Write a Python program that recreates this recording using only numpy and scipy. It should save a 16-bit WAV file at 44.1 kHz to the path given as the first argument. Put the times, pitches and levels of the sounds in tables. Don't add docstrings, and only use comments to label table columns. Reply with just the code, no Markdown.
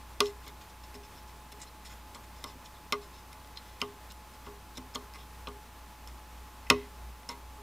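import sys
import numpy as np
from scipy import signal
from scipy.fft import rfft, irfft
from scipy.io import wavfile
from scipy.ndimage import map_coordinates

SR = 44100
rng = np.random.default_rng(int(sys.argv[2]) if len(sys.argv) > 2 else 0)


def generate_wav(signal):
    frames = np.transpose(np.atleast_2d(signal))
    scaled = np.clip(frames, -1, 1) * 32767
    pcm = np.round(scaled).astype(np.int16)
    wavfile.write(sys.argv[1], SR, pcm)


def ratio(d):
    e = np.asarray(d, float) / 20
    return 10 ** e


N = 336042

# start in seconds, disc level in dB,
# share passed to the tubes in dB, hardness as the level change at the very top in dB.
TOOTH_SNAPS = [(0.2035, -11.5, -14, -16), (0.256, -34.5, -18, -18), (0.2664, -37, -22, -15),
               (0.446, -61, -2, -9), (0.4648, -41, -28, -22), (0.4777, -56, -18, 12), (0.9423, -61, 8, 9),
               (1.5232, -45.5, -27, -4), (2.1461, -41, -12, -11), (2.4397, -31, -17.5, -8.5),
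               (2.6574, -40.5, -23, -20), (2.9228, -19, -11.5, -17), (2.9304, -29.5, -12, -19),
               (3.3284, -51, -7, 1), (3.4446, -49, -18, -20), (3.4735, -53, -12, -6),
               (3.5718, -31, -26, -28), (3.681, -59, -8, -5), (3.8149, -19, -17, -21),
               (4.1198, -54, -16, 8.5), (4.4644, -50.5, -4, -13), (4.9548, -23, -44, -23),
               (5.1364, -45, -11, -6), (5.157, -51, -3, -14), (5.471, -31, -14.5, -38),
               (6.0736, -40.5, -24, -9), (6.6999, -8, -8, -14.5), (7.231, -50, -12, -17)]
# pitch in Hz, level in dB, time to fall by 60 dB in seconds.
TUBE_MODES = [(1810, -13, .025), (1980, 0, .03), (2060, 0, .035), (2160, -1, .04), (2450, -1, .025),
              (2820, -6, .015)]
DISC_MODES = [(3100, -5, .012), (3270, -2, .02), (3520, 0, .025), (3700, -1, .025), (4150, -2, .025),
              (4450, -6, .012), (4720, -5, .015)]
RING_MODES = [(5150, -3, .016), (5330, 0, .02), (5600, -8, .008), (5950, -9, .008)]
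TOP_MODES = [(6400, -4, .008), (6750, 0, .012), (7150, 0, .012), (7500, -3, .01), (8000, -3, .01),
             (8600, -6, .006), (9100, -6, .006), (10700, -3, .008), (12500, -6, .005)]
METAL_SPREAD_DB = 2


def snaps():
    out = np.zeros(N)
    for s, disc_db, tube_db, hard_db in TOOTH_SNAPS:
        force = np.diff(jolt(rise_s=.0004, fall_s=.0006))
        parts = [
            (-2.0, [*DISC_MODES, *crowd(2800, 5000, 0.41, 44.4)]),
            (0.47 * hard_db + 3.0, [*RING_MODES, *crowd(4800, 6500, -1.5, 35.0)]),
            (0.84 * hard_db + 1.0, [*TOP_MODES, *crowd(6603, 9460, 0.5, 73.0)]),
            (hard_db + 4.5, crowd(9500, 16000, 0, 43.0)),
            (tube_db + 9.5, [*TUBE_MODES, *crowd(1960, 2900, 4.0, 25.0)]),
        ]
        for level_db, modes in parts:
            ringing = peak_one(ring(force, modes, METAL_SPREAD_DB, swell_s=0.0012))
            add(out, s - .0002, ratio(disc_db + level_db) * ringing)
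        add(out, s, ratio(disc_db - 23.5) * chatter())
    return out


def jolt(rise_s, fall_s):
    t = np.arange(int(.01 * SR)) / SR
    rise = (t / rise_s) ** 2 / (1 + (t / rise_s) ** 2)
    return grit(rise * np.exp(-t / fall_s), 15000, size_db=2.5)


def chatter():
    t60_s, band_hz = 0.093, (1300, 6470)
    t = np.arange(int(.2 * SR)) / SR
    shaking = rms_one(grit(np.ones(len(t)), 6000, size_db=-2.0))
    shaking = shaking * ratio(-60 * t / t60_s) * np.clip(t / 0.0022, 0, 1)
    return signal.sosfilt(signal.butter(1, band_hz, "band", fs=SR, output="sos"), shaking)


# start in seconds, bench level in dB, board level in dB,
# jig level in dB, favoured jig pitch in Hz.
WOOD_KNOCKS = [(0.203, -38.5, -27.5, -25, 1285), (0.467, -58, -62.5, -59, 1030),
               (0.944, -48.5, -51.5, -60, 1090), (1.520, -61, -60.5, -62, 1090),
               (2.15, -57.5, -78, -50.5, 1020), (2.439, -47, -59.5, -44.5, 990),
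               (2.547, -50, -76, -69, 1080), (2.923, -41.5, -37.5, -30.5, 1320),
               (2.932, -79, -45, -35.5, 1150), (3.8155, -41.5, -43, -36.5, 1100),
               (4.466, -50, -50, -49, 1070), (4.774, -41.5, -62, -54.5, 1040), (4.953, -44, -51, -39, 1160),
               (5.150, -59, -64, -53, 1040), (5.471, -45, -49, -42, 1080),
               (6.7006, -25.5, -30.5, -23.5, 1120), (7.02, -62, -78, -70, 1070),
               (7.29, -48.5, -58.5, -43.5, 870), (7.578, -63, -57.5, -57, 1080)]
# pitch in Hz, level in dB, time to fall by 60 dB in seconds.
BENCH_MODES = [(70, -12, .25), (95, -8, .3), (140, -9, .2), (190, -6, .15), (225, -8, .12), (255, 1.5, .22),
               (280, -5, .16), (335, -4, .12)]
BOARD_MODES = [(372, -13, .08), (398, -9, .25), (409, 0, .32), (432, -14, .08)]
SLAT_MODES = [(464, 0, .11), (510, -1, .07), (560, -4, .06), (605, -1, .12), (715, -3, .1), (820, -5, .08)]
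JIG_MODES = [(955, -4, .12), (1025, -4, .1), (1080, 0, .15), (1131, -4, .12), (1207, -1, .1),
             (1250, -5, .06), (1310, -4, .07), (1440, -4, .08), (1590, -8, .06)]


def knocks():
    free_hz, grip_octaves = 1084, 0.24
    out, push = np.zeros(N), np.ones(3)
    for s, bench_db, board_db, jig_db, jig_hz in WOOD_KNOCKS:
        held = np.clip((jig_hz / free_hz) ** (1 / grip_octaves), .6, 2.5)
        barely_held = held ** .4
        middle_db = (jig_db + bench_db) / 2
        parts = [
            (jig_db + 6.5, near(JIG_MODES, jig_hz, 0.21), held, .004),
            (middle_db + 3.0, SLAT_MODES, held, .0025),
            (jig_db - 0.5, crowd(1300, 1600, 0, 32.0), held, .0012),
            (middle_db + 5, crowd(200, 1000, 0, 7.7), 1, .0006),
            (board_db + 3.0, BOARD_MODES, barely_held, .019),
            (bench_db + 2.5, BENCH_MODES, barely_held, .007),
        ]
        for level_db, modes, damping, swell_s in parts:
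            knock = ring(push, modes, 1.5, damping, swell_s)
            add(out, s, ratio(level_db) * peak_one(knock))
    return out


# start in seconds, length in seconds, level in dB,
# 5 kHz ring in dB.
FLANK_GRINDS = [(0.216, 0.1, -52, 5), (0.437, 0.052, -59, 1), (0.61, 0.023, -54, 0),
                (.694, 0.016, -57, -1.5), (0.834, 0.019, -54.5, 7), (0.942, 0.025, -52, 7.5),
                (1.028, .045, -58.5, 12), (1.155, .051, -60.5, 9), (1.274, 0.048, -60.5, 4),
                (1.596, 0.06, -50.5, 3), (1.848, 0.04, -48.5, 5), (1.894, .049, -52, 5.5),
                (2.146, 0.021, -50, -1), (2.231, 0.027, -58.5, -7), (2.356, .15, -62, 6),
                (2.46, 0.07, -57.5, 9), (2.646, .032, -53, 1.5), (3.012, .052, -58, 4),
                (3.125, 0.12, -61, 4), (3.616, 0.17, -59.5, 3), (4.1, .026, -53, 1.5),
                (4.336, 0.025, -59, 3), (4.44, .068, -62, 8), (4.751, 0.038, -53, 0), (4.938, .03, -55, 17),
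                (5.144, 0.025, -51, 6), (6.077, .027, -58, -3), (7.288, 0.049, -47.5, -5)]


def grinds():
    out = np.zeros(N)
    for s, length_s, level_db, ring_db in FLANK_GRINDS:
        add(out, s, rub(length_s, level_db, 4400, 1, ring_db))
    return out


# start in seconds, length in seconds, level in dB, 5 kHz ring in dB.
FLANK_SKIDS = [
    (1.518, 0.015, -50, -4),
    (3.802, .008, -48, -3),
    (4.771, 0.012, -41, 6.5),
    (4.947, 0.0076, -38, -6),
    (5.483, 0.0067, -49, -8),
    (7.288, 0.0075, -40.5, 18),
]


def skids():
    out = np.zeros(N)
    for s, length_s, level_db, ring_db in FLANK_SKIDS:
        add(out, s, rub(length_s, level_db, 5050, 1.8, ring_db))
    return out


# start in seconds, length in seconds, level in dB, pitch in Hz,
# spread in octaves.
BURR_DRAGS = [(.467, 0.032, -46.5, 3050, 0.6), (1.614, .029, -42, 7100, 0.36),
              (1.666, .027, -44.5, 4200, 0.054), (2.74, 0.038, -52, 4150, 0.17),
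              (3.317, 0.02, -51, 3680, .1), (3.558, .041, -42.5, 3920, 0.11), (3.827, .05, -54, 3500, .09),
              (4.96, .024, -61, 3640, .15), (5.177, .07, -47, 3170, 0.15), (6.665, 0.011, -45.5, 2200, .28),
              (6.721, 0.14, -51, 2300, 0.72), (7.295, 0.042, -46.5, 2140, 0.073)]


def drags():
    out = np.zeros(N)
    for s, length_s, level_db, pitch_hz, octaves in BURR_DRAGS:
        add(out, s, rub(length_s, level_db, pitch_hz, octaves, ring_db=-8))
    return out


def rub(length_s, level_db, favoured_hz, octaves, ring_db):
    progress = np.arange(int(.2 * SR)) / SR / max(length_s, .005)
    pressure = np.sin(np.pi * np.clip(progress, 0, 1) ** 0.55) ** .55 * (progress < 1)
    force = grit(pressure, 2200, size_db=1.0)
    force = force / np.sqrt(np.sum(force ** 2) / (length_s * SR) + 1e-12)
    modes = [*TUBE_MODES, *DISC_MODES, *TOP_MODES,
             *crowd(1520, 5000, -0.25, 25.0), *crowd(4970, 15000, -0.19, 52.0)]
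    scrape = ratio(level_db - 31.0) * ring(force, near(modes, favoured_hz, octaves), METAL_SPREAD_DB)
    bright = ratio(level_db + ring_db - 31.0) * ring(force, RING_MODES, METAL_SPREAD_DB)
    out = np.zeros(max(len(scrape), len(bright)))
    out[:len(scrape)] += scrape
    out[:len(bright)] += bright
    return out


def ring(force, modes, spread_db, damping=1, swell_s=1e-5):
    hz, level_db, t60 = np.transpose(modes)[:, :, None]
    t = np.arange(int(np.max(t60) / damping * SR) + 9) / SR
    sign = (-1) ** np.round(hz / 50)
    strength = ratio(level_db + spread_db * rng.standard_normal(hz.shape)) * sign
    tones = strength * ratio(-60 * damping * t / t60) * np.sin(2 * np.pi * hz * t)
    swell = 1 - np.exp(-(t / swell_s) ** 2)
    return signal.fftconvolve(force, np.sum(tones, axis=0) * swell)


def crowd(low_hz, high_hz, level_db, cycles):
    count = 18
    place = (np.arange(count) + rng.random(count)) / count
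    hz = low_hz * (high_hz / low_hz) ** place
    return [(f, level_db, cycles / f) for f in hz]


def near(modes, favoured_hz, octaves):
    modes = np.array(modes, float)
    distance = np.log2(modes[:, 0] / favoured_hz) / max(octaves, .05)
    modes[:, 1] -= np.minimum(3 * distance ** 2, 40)
    return modes


def grit(envelope, per_s, size_db):
    count = len(envelope)
    caught = rng.random(count) < per_s / SR
    sizes = ratio(size_db * np.minimum(rng.exponential(1, count), 4))
    return envelope * caught * sizes * rng.choice([-1, 1], count)


def add(track, s, sound):
    i = max(round(s * SR), 0)
    track[i:i + len(sound)] += sound[:N - i]


def peak_one(x):
    return x / (np.max(np.abs(x)) + 1e-20)


def rms_one(x):
    return x / np.sqrt(np.mean(x ** 2) + 1e-20)


# pitch in Hz, time to fall by 60 dB in seconds.
SHOP_DECAY = [(200, 0.24), (1000, 0.091), (3000, 0.14), (6000, 0.13), (12000, 0.12)]
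# pitch in Hz, level in dB.
SHOP_TONE = [(200, 5.5), (1000, 11), (2000, 8), (3000, 2.5), (6000, -1.5), (7000, -14), (16000, -18)]


def shop(x):
    t = np.arange(int(.5 * SR)) / SR
    edges = 100 * 2 ** np.arange(0, 7.6, .5)
    white, tail = rng.standard_normal(len(t)), 0
    for low, high in zip(edges, edges[1:]):
        band = signal.sosfilt(signal.butter(2, [low, high], "band", fs=SR, output="sos"), white)
        tail = tail + band * ratio(at_hz(SHOP_TONE, low) - 60 * t / at_hz(SHOP_DECAY, low))
    tail = tail * np.clip((t - .003) / 0.00099, 0, 1)
    return signal.fftconvolve(x, tail / np.sqrt(np.sum(tail ** 2)))[:N]


# time in seconds, level in dB.
HUM_LOAD = [
    (0, -49.5),
    (.5, -52.5),
    (1.9, -52.5),
    (4.8, -54.5),
    (5.1, -50),
    (5.5, -52),
    (6.7, -49.5),
    (7.62, -51.5),
]
# multiple of the base pitch, level in dB.
WHINE_TONES = [
    (1, -59.5),
    (2, -76.5),
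    (3, -75.5),
]
# pitch in Hz, width in Hz, level in dB.
DRONE_TONES = [
    (91.2, 2.8, -69),
    (1050, 0.93, -70.5),
]
# pitch in Hz, level in dB per Hz.
AIR_SPECTRUM = [(12, -27), (30, -12.5), (45, -15), (95, -13), (120, -15), (240, -16), (500, -21),
                (760, -19), (1000, -15.5), (1300, -20), (1700, -23.5), (4000, -29), (9000, -33.5),
                (16000, -33.5)]


def machines():
    hum_hz, whine_hz = 59.7, 853.1
    t = np.arange(N) / SR
    s, load_db = np.transpose(HUM_LOAD)
    hum_db = np.interp(t, s, load_db) + 2.0 + 2.2 * drift(3.6)
    hum = np.sin(2 * np.pi * hum_hz * t + 0.73 * drift(1.5)) * ratio(hum_db)
    whine = sum(ratio(db + 2.5) * np.sin(2 * np.pi * whine_hz * k * t + k) for k, db in WHINE_TONES)
    whine = whine * ratio(1.24 * drift(8.9))
    drones = np.zeros(N)
    for hz, width_hz, db in DRONE_TONES:
        level = ratio(db + 3 + 2 * drift(width_hz))
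        drones += level * np.sin(2 * np.pi * hz * t + drift(width_hz))
    air = coloured(AIR_SPECTRUM) * ratio(-53.0 + .5 * drift(8.4))
    return hum + whine + drones + air


# pitch in Hz, level in dB per Hz.
HISS_SPECTRUM = [(100, -24), (300, -3.5), (700, -1.5), (850, -11), (1500, -8), (3500, -4), (9000, -5),
                 (16000, -5.5)]


def capsule_hiss():
    return ratio(-69.5) * coloured(HISS_SPECTRUM) * [[1], [-1]]


def coloured(spectrum):
    hz = np.fft.rfftfreq(N, 1 / SR)
    return rms_one(irfft(rfft(rng.standard_normal(N)) * ratio(at_hz(spectrum, hz)), N))


def drift(rate):
    knots = rng.standard_normal(400)
    return rms_one(map_coordinates(knots, [10 + np.arange(N) / SR * rate * 2], order=3))


def at_hz(points, hz):
    table_hz, values = np.transpose(points)
    return np.interp(np.log(hz + 1), np.log(table_hz), values)


def scene():
    no_bass = signal.butter(2, 55, "high", fs=SR, output="sos")
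    gears = signal.sosfilt(no_bass, snaps() + knocks() + grinds() + skids() + drags())
    gears = gears - .45 * signal.lfilter(*signal.iirpeak(1720, 8, fs=SR), gears)
    return np.tile(gears + ratio(-18.0) * shop(gears) + machines(), (2, 1))


def band_limit(x):
    return signal.sosfilt(signal.butter(12, 16430, fs=SR, output="sos"), x)


def record(dry):
    rounded = .9 * np.tanh((dry + capsule_hiss()) / .9)
    top_cut = signal.cheby2(10, 45, 16200, fs=SR, output="sos")
    finished = signal.sosfilt(top_cut, rounded) + .0005
    return band_limit(finished)


dry = scene()
out = record(dry)
generate_wav(out)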